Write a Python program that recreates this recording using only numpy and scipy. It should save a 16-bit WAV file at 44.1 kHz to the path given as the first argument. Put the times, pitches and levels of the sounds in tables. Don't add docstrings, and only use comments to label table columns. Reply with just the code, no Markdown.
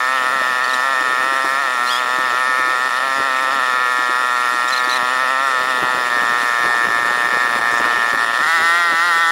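import sys
import numpy as np
from scipy import signal
from scipy.fft import rfft, irfft
from scipy.io import wavfile
from scipy.ndimage import uniform_filter1d

SR = 44100
rng = np.random.default_rng(int(sys.argv[2]) if len(sys.argv) > 2 else 0)


def to_linear_factor(level_db):
    exponent = np.asarray(level_db, float) / 20
    return 10 ** exponent


def wav_out(sig):
    wavfile.write(sys.argv[1], SR, np.round(np.clip(np.atleast_2d(sig).T, -1, 1) * 32767).astype(np.int16))


N = 410571

# start_s, level_db
BRUSH_LEVEL = [
    (0, -51.5),
    (2.0, -53.5),
    (3.2, -54.5),
    (4.4, -53.5),
    (5.5, -58),
    (5.7, -45),
    (8.4, -47.5),
    (8.9, -49.5),
    (9.05, -56),
    (9.31, -54),
]
# freq_hz, density_db_per_hz
BRUSH_COLOUR = [(20, -10), (60, -3.5), (130, -1.5), (250, 7.5), (450, 10), (700, 5), (1200, 9.5),
                (3000, -23)]
# start_s, peak_db
STROKES = [(0.846, -54), (1.439, -31), (2.182, -28), (2.594, -33), (3.041, -39), (3.167, -37), (3.983, -50),
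           (4.864, -37), (5.024, -27), (5.16, -41), (5.596, -36), (5.726, -35), (5.819, -24), (5.932, -41),
           (6.214, -26.5), (6.369, -47), (6.637, -30), (6.868, -31), (7.094, -44), (7.199, -48),
           (7.439, -50), (7.549, -26), (7.61, -33), (7.794, -24), (7.969, -32), (8.129, -29), (8.29, -37),
           (8.542, -53), (8.676, -55), (8.914, -28)]
STROKE_RISE_S, STROKE_DB, UNREST_DB = 0.01, -11, 1

# start_s, pitch_hz, level_db
BUBBLES = [(.35, 484, -33), (.415, 537, -22.5), (.67, 282, -43), (.93, 520, -28), (1.005, 264, -33),
           (1.32, 304, -31), (1.45, 300, -39), (2.67, 283, -33), (3.42, 254, -34), (3.52, 273, -44),
           (3.985, 264, -33), (4.09, 296, -30), (4.54, 276, -32), (4.64, 277, -34), (4.872, 303, -30),
           (5.23, 510, -28), (5.82, 397, -27), (6.59, 577, -23), (6.985, 480, -26), (7.11, 470, -29)]

# start_s, length_s, pitch_hz, glide_hz, level_db
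SQUEAKS = [(.642, .015, 1450, 150, -29), (.677, .007, 1480, 20, -34), (.693, .007, 2200, -10, -31),
           (.704, .017, 1880, -10, -33), (.732, .012, 1890, 30, -26), (4.678, .016, 1900, -100, -32),
           (4.699, .010, 1690, -70, -28), (4.715, .008, 2000, 180, -28), (4.726, .018, 2080, -100, -25),
           (4.760, .010, 2060, -30, -29), (4.775, .009, 2150, -130, -26), (4.786, .020, 1960, -100, -31),
           (4.836, .016, 1200, -80, -36), (4.893, .010, 1830, 370, -30), (4.903, .008, 2200, -100, -31),
           (4.913, .037, 1950, 50, -27), (4.958, .020, 2100, -190, -29)]
# start_s, length_s, pitch_hz, glide_hz, level_db
THIN_SQUEAKS = [
    (.746, .006, 1860, -140, -35),
    (4.686, .009, 1900, -150, -33),
    (7.712, .036, 1000, 100, -44),
    (7.776, .019, 1010, -110, -42),
]
# time_s, pitch_hz, level_db
SQUEAL = [
    (1.858, 1200, -36),
    (1.872, 1390, -29),
    (1.885, 1370, -28),
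    (1.905, 1520, -21),
    (1.916, 1720, -23),
    (1.925, 1630, -24),
    (1.945, 1650, -29),
    (1.99, 1750, -33),
    (1.998, 1300, -33),
]
SQUEAK_BRIGHT_HZ, THIN_BRIGHT_HZ, SQUEAL_BRIGHT_HZ = 4150, 6900, 3700
RASP_DB = -15

# time_s, firing_rate_hz
PACE = [(0.0, 127.98), (0.65, 127.28), (1.6, 134.14), (1.78, 122.06), (2.2, 129.18), (2.9, 128.43),
        (3.18, 135.64), (3.55, 129.59), (3.72, 126.19), (4.6, 122.97), (5.46, 131.87), (5.56, 127.11),
        (6.3, 121.14), (7.4, 120.25), (8.34, 117.61), (8.5, 165.99), (8.8, 170.64), (9.31, 165.66)]
# time_s, rate_change_hz
PROPELLER_SLIPS = [(0.13, 6.2), (0.35, 7.8), (0.89, 8.3), (1.16, -5.7), (1.3, 2.6), (1.61, 7.3),
                   (2.32, -9.5), (2.76, -2.9), (3.05, 3.1), (3.34, -3.3), (3.54, 8.7), (4.2, 2.3),
                   (4.72, 5.9), (5.03, -5.0), (5.41, 5.2), (5.48, 3.4), (5.69, 8.4), (5.93, 3.6),
                   (6.25, -4.4), (6.52, -2.5), (6.77, -3.2), (7.13, 2.4), (7.32, 8.9), (7.42, 3.9),
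                   (7.96, 2.3), (8.43, 9.3), (8.61, -5.8), (8.79, 3.2), (8.95, -5.2), (9.06, 7.5)]
# time_s, firing_db
EFFORT = [(0.0, -1.95), (1.7, -2), (1.88, -2), (2.1, -2), (2.2, -2), (3.65, -2.5), (4.6, -2), (6.4, -1.55),
          (8.06, -1.5), (8.76, -1), (8.95, -3), (9.05, -2), (9.31, -2)]
MISFIRES_S = [1.03, 2.051, 2.884, 2.901, 2.994, 5.662, 6.093, 6.859, 6.876, 6.894, 7.037, 7.279, 7.295,
              7.484, 7.593, 7.602, 7.808, 7.985, 8.121, 8.138, 8.165, 8.253, 8.323, 8.381, 8.451]
# time_s, roughness_0_1
ROUGHNESS = [
    (0, .33),
    (3.6, .33),
    (4.1, .25),
    (5.5, .3),
    (6.0, .4),
    (7.3, .45),
    (7.5, .7),
    (8.36, .7),
    (8.46, .15),
    (9.31, .15),
]
FIRST_TURN = -.396
SLIP_S = .027
SAG_HZ, SAG_S = 7, .03
THROTTLE_HZ = (139, 158)

# freq_hz, level_db, t60_s, polarity
PIPE_CRUISE = [(287, -36, 0.019, -1), (510, -26, 0.03, 1), (715, -31, 0.034, -1), (1060, -5, 0.0044, -1),
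               (1345, -7.5, 0.016, 1), (1805.7, -16.5, 0.031, 1), (1774, -8, 0.012, 1),
               (1869, -1, 0.0049, -1), (2082, -9, 0.0073, 1), (2490, -30, 0.024, -1),
               (3630, -17, 0.0074, 1)]
# freq_hz, level_db, t60_s, polarity
PIPE_OPEN = [(340, -38, 0.021, 1), (652, -23, 0.012, 1), (765, -15, 0.014, -1), (1357, -5.5, 0.019, 1),
             (1843, -2.5, 0.023, 1), (1910, 4, 0.0061, -1), (2100, -8.5, 0.0081, 1), (2950, -44, 0.01, 1),
             (3487, 3.5, 0.0047, -1), (3492, 5, 0.0034, 1)]
# opening_lag_s, softness_hz, rebound_lag_s, rebound_gain
PORT_CRUISE, PORT_OPEN = (.00045, 6570, .000219, -0.4433), (0.00043, 7600, 0.00185, 0.27)

# freq_hz, width_hz, level_db
PIPE_ROAR = [(520, 294, -4.5), (852, 110, 0.5), (1380, 203, 2.5), (1810, 266, -1), (2230, 370, -3.5),
             (2996, 450, -6)]
ROAR_DB = -34.5
# freq_hz, width_hz, level_db
CASING = [(3350, 670, -3.5), (4360, 730, -3), (5140, 350, 0), (5710, 350, -3), (6280, 410, -6),
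          (7360, 620, -6.5), (8780, 790, -7), (9470, 720, -4), (10400, 870, -7), (11500, 1450, -12),
          (12850, 1060, -15), (16600, 1250, -10.5)]
HISS_DB, HISS_OPEN_DB, HISS_WANDER_DB = -41.5, 1, 0.55
HISS_FOLLOWS = 1
TILT_DB, TILT_OPEN_DB, TILT_WANDER_DB = -1.34, 0.5, 0.26
KNOCK_SHARE, KNOCK_S = .33, .03

# time_s, share_0_1
SHADE = [
    (0, 0),
    (5.6, 0),
    (6.1, 1),
    (8.35, 1),
    (8.5, 0),
    (9.31, 0),
]
# freq_hz, width_hz, gain_change
SHADE_COLOUR = [(1330, 200, -.35), (1710, 180, .45), (2250, 400, -.2)]


def rms_one(x):
    return x / np.sqrt(np.mean(x ** 2) + 1e-20)


def in_time(rows):
    s, *columns = np.transpose(rows)
    return [np.interp(np.arange(N) / SR, s, c) for c in columns]


def drift(rate_hz):
    r = np.exp(-64 * np.pi * rate_hz / SR)
    noise = rng.standard_normal(N // 32 + 2002)
    slow = signal.lfilter([1], [1, -2 * r, r * r], noise)[2000:]
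    return np.interp(np.arange(N) / 32, np.arange(len(slow)), rms_one(slow))


def clicks_at(seconds, heights):
    at, out = seconds * SR, np.zeros(N + SR)
    whole = at.astype(int)
    np.add.at(out, whole, heights * (1 - at + whole))
    np.add.at(out, whole + 1, heights * (at - whole))
    return out[:N]


def ring(clicks, hz, t60_s):
    r, w = to_linear_factor(-60 / (t60_s * SR)), 2 * np.pi * hz / SR
    return signal.lfilter([0, np.sin(w)], [1, -2 * r * np.cos(w), r * r], clicks + 1e-18)


def swell(seconds, heights, rise_s):
    r = np.exp(-1 / (rise_s * SR))
    return signal.lfilter([0, np.e * (1 - r)], [1, -2 * r, r * r], clicks_at(seconds, heights) + 1e-18)


def resonances(x, peaks, patchy_db, tilt_db=0):
    out = 0
    for k, (hz, width_hz, db) in enumerate(peaks):
        r = np.exp(-np.pi * width_hz / SR)
        top = (-1) ** k * to_linear_factor(db) * (1 - r * r) / 2
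        flicker_db = patchy_db * (drift(9.4) + 0.46 * drift(22))
        gain = to_linear_factor(flicker_db + tilt_db * np.log2(hz / 6000))
        poles = [1, -2 * r * np.cos(2 * np.pi * hz / SR), r * r]
        out = out + gain * signal.lfilter([top, 0, -top], poles, x)
    return rms_one(out)


def brushing():
    hz, db = np.transpose(BRUSH_COLOUR)
    lumps = to_linear_factor(3.7 * drift(21.7)) * rng.standard_normal(N)
    bin_hz = np.arange(N // 2 + 1) * SR / N
    colour = to_linear_factor(np.interp(np.log(bin_hz + 1), np.log(hz), db))
    contact = to_linear_factor(in_time(BRUSH_LEVEL)[0] + UNREST_DB * drift(5.7))
    seconds, peak_db = np.transpose(STROKES)
    strokes = swell(seconds, to_linear_factor(peak_db + STROKE_DB), STROKE_RISE_S)
    return to_linear_factor(10.5) * (contact + strokes) * rms_one(irfft(rfft(lumps) * colour, N))


def gurgles(small_count=90):
    luck = rng.random((small_count, 3))
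    small = np.c_[luck[:, 0] * N / SR, 230 * 3.2 ** luck[:, 1], -44 + 9 * luck[:, 2]]
    out, age_s = np.zeros(N + SR), np.arange(SR // 10) / SR
    for s, hz, db in [*BUBBLES, *small]:
        cycles = hz * age_s
        tone = np.sin(2 * np.pi * (cycles + 0.0293 * cycles ** 2))
        envelope = cycles * np.exp(-cycles / 1.75) / 3.4
        out[round(s * SR):][:len(age_s)] += to_linear_factor(db + 15) * envelope * tone
    return out[:N]


def squeaks():
    pitch_hz, level, bright_hz = np.full(N, 1500.), np.zeros(N), np.full(N, 4000.)
    squeal = [(s, end - s, hz, to_hz - hz, db)
              for (s, hz, db), (end, to_hz, _) in zip(SQUEAL, SQUEAL[1:])]
    groups = ((SQUEAKS, SQUEAK_BRIGHT_HZ), (THIN_SQUEAKS, THIN_BRIGHT_HZ), (squeal, SQUEAL_BRIGHT_HZ))
    for rows, region_hz in groups:
        for start, length, hz, glide, db in rows:
            span = slice(round(start * SR), round((start + length) * SR))
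            pitch_hz[span] = np.linspace(hz, hz + glide, span.stop - span.start)
            level[span] = to_linear_factor(db + 5.5)
            bright_hz[span] = region_hz
    pitch_hz = uniform_filter1d(pitch_hz, size=66) * (1 + .015 * drift(90))
    level = uniform_filter1d(level, size=110) * to_linear_factor(2.5 * drift(100))
    bright_hz = uniform_filter1d(bright_hz, size=40)
    phase = 2 * np.pi * np.cumsum(pitch_hz) / SR
    tone = sum(to_linear_factor(-28 * np.abs(np.log2(k * pitch_hz / bright_hz))) * np.sin(k * phase) for k in range(1, 9))
    rasp_band = signal.butter(2, [3000, 11000], "band", fs=SR, output="sos")
    rasp = signal.sosfilt(rasp_band, rng.standard_normal(N))
    return level * (tone + to_linear_factor(RASP_DB) * rasp)


def gas_flow(seconds, strength, decay_s, steady):
    r = np.exp(-1 / (decay_s * SR))
    return steady + signal.lfilter([1], [1, -r], clicks_at(seconds, strength))


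def shaft_speed():
    now_s = np.arange(0, N + 64, 64) / SR
    slips = sum(change * np.exp(-.5 * ((now_s - s) / SLIP_S) ** 2) for s, change in PROPELLER_SLIPS)
    sags = gas_flow(np.array(MISFIRES_S), SAG_HZ, SAG_S, steady=0)
    return in_time(PACE)[0] + np.interp(np.arange(N) / SR, now_s, slips) - sags


def shaft_turns(speed_hz):
    hunting = signal.butter(2, [5, 14], "band", fs=SR, output="sos")
    depth = .014 + .016 * in_time(ROUGHNESS)[0]
    flutter = depth * rms_one(signal.sosfilt(hunting, rng.standard_normal(N)))
    return FIRST_TURN + np.cumsum(speed_hz) / SR + flutter


def firings(turns, jitter, spread_db, misfire_db):
    whole = np.arange(np.ceil(turns[0]), turns[-1])
    luck = rng.standard_normal((len(whole), 2))
    rough = np.interp(whole, turns, in_time(ROUGHNESS)[0])
    seconds = np.interp(whole + jitter * rough ** 2 * luck[:, 0], turns, np.arange(N) / SR)
    level_db = spread_db * rough * luck[:, 1]
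    failed = np.abs(seconds[:, None] - MISFIRES_S).argmin(axis=0)
    level_db[failed + 1] = 0
    level_db[failed] = misfire_db
    return seconds, to_linear_factor(level_db)


def exhaust(seconds, strength, modes, port, uneven_db):
    lag_s, soft_hz, rebound_s, rebound = port
    noise = rng.standard_normal((len(seconds), len(modes)))
    luck = signal.lfilter([.3], [1, -.95], noise, axis=0)
    out = 0
    for (hz, db, t60_s, polarity), chance in zip(modes, luck.T):
        blow = strength * np.sign(polarity) * to_linear_factor(db + uneven_db * chance)
        opening = clicks_at(seconds + lag_s, blow)
        echo = clicks_at(seconds + lag_s + rebound_s, rebound * blow)
        out = out + ring(opening + echo, hz, t60_s)
    r = np.exp(-2 * np.pi * soft_hz / SR)
    return signal.lfilter([(1 - r) ** 2], [1, -2 * r, r * r], out)


def exhaust_pulses(seconds, strength, speed_hz):
    opened = np.interp(speed_hz[(seconds * SR).astype(int)], THROTTLE_HZ, (0, 1))
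    pulses = exhaust(seconds, strength * (1 - opened), PIPE_CRUISE, PORT_CRUISE, uneven_db=.9)
    pulses = pulses + exhaust(seconds, strength * opened, PIPE_OPEN, PORT_OPEN, uneven_db=.25)
    return signal.sosfilt(signal.butter(6, 225, "high", fs=SR, output="sos"), pulses)


def pipe_roar(seconds, strength):
    surge = gas_flow(seconds, strength, decay_s=0.027, steady=1.0)
    roar = resonances(surge * rng.standard_normal(N), PIPE_ROAR, patchy_db=3.0)
    return to_linear_factor(ROAR_DB + 9.2 * in_time(ROUGHNESS)[0]) * roar


def knocks(seconds, strength):
    age_s = np.arange(SR // 120) / SR
    pattern = rng.standard_normal(len(age_s)) * np.exp(-age_s / KNOCK_S)
    return rms_one(signal.fftconvolve(clicks_at(seconds, strength), pattern)[:N])


def casing_hiss(seconds, strength, speed_hz, firing_db):
    open_db = np.interp(speed_hz, THROTTLE_HZ, (0, HISS_OPEN_DB))
    hiss_db = HISS_DB + HISS_FOLLOWS * firing_db + open_db + HISS_WANDER_DB * drift(8.4)
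    tilt_db = TILT_DB + np.interp(speed_hz, THROTTLE_HZ, (0, TILT_OPEN_DB)) + TILT_WANDER_DB * drift(3)
    ticks = sum(gas_flow(seconds + lag_s, strength, decay_s=0.00035, steady=0.28) for lag_s in (.0006, .0031))
    loose = rms_one(ticks * rng.standard_normal(N))
    rattle = np.sqrt(1 - KNOCK_SHARE) * loose + np.sqrt(KNOCK_SHARE) * knocks(seconds, strength)
    return to_linear_factor(hiss_db + 8.0) * resonances(rattle, CASING, patchy_db=1.07, tilt_db=tilt_db)


def engine():
    firing_db, speed_hz = in_time(EFFORT)[0], shaft_speed()
    turns = shaft_turns(speed_hz)
    seconds, strength = firings(turns, jitter=.012, spread_db=1.5, misfire_db=-5.5)
    pulses = to_linear_factor(firing_db) * exhaust_pulses(seconds, strength, speed_hz)
    roar = pipe_roar(seconds, strength)
    return pulses + roar + casing_hiss(seconds, strength, speed_hz, firing_db)


def shaded(x):
    out, share = x, in_time(SHADE)[0]
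    for hz, width_hz, change in SHADE_COLOUR:
        band = signal.lfilter(*signal.iirpeak(hz, hz / width_hz, SR), x)
        out = out + change * share * band
    return out


def scene():
    return (shaded(engine()) + squeaks() + gurgles() + brushing())[None]


def low_pass(x):
    return signal.sosfilt(signal.butter(12, 16940, fs=SR, output="sos"), x)


def record(dry):
    rounded = 0.99 * np.tanh(dry / 0.81)
    top_cut = signal.ellip(12, .3, 70, 15740, fs=SR, output="sos")
    mix = signal.sosfilt(top_cut, rounded)
    return low_pass(mix)


dry = scene()
out = record(dry)
wav_out(out)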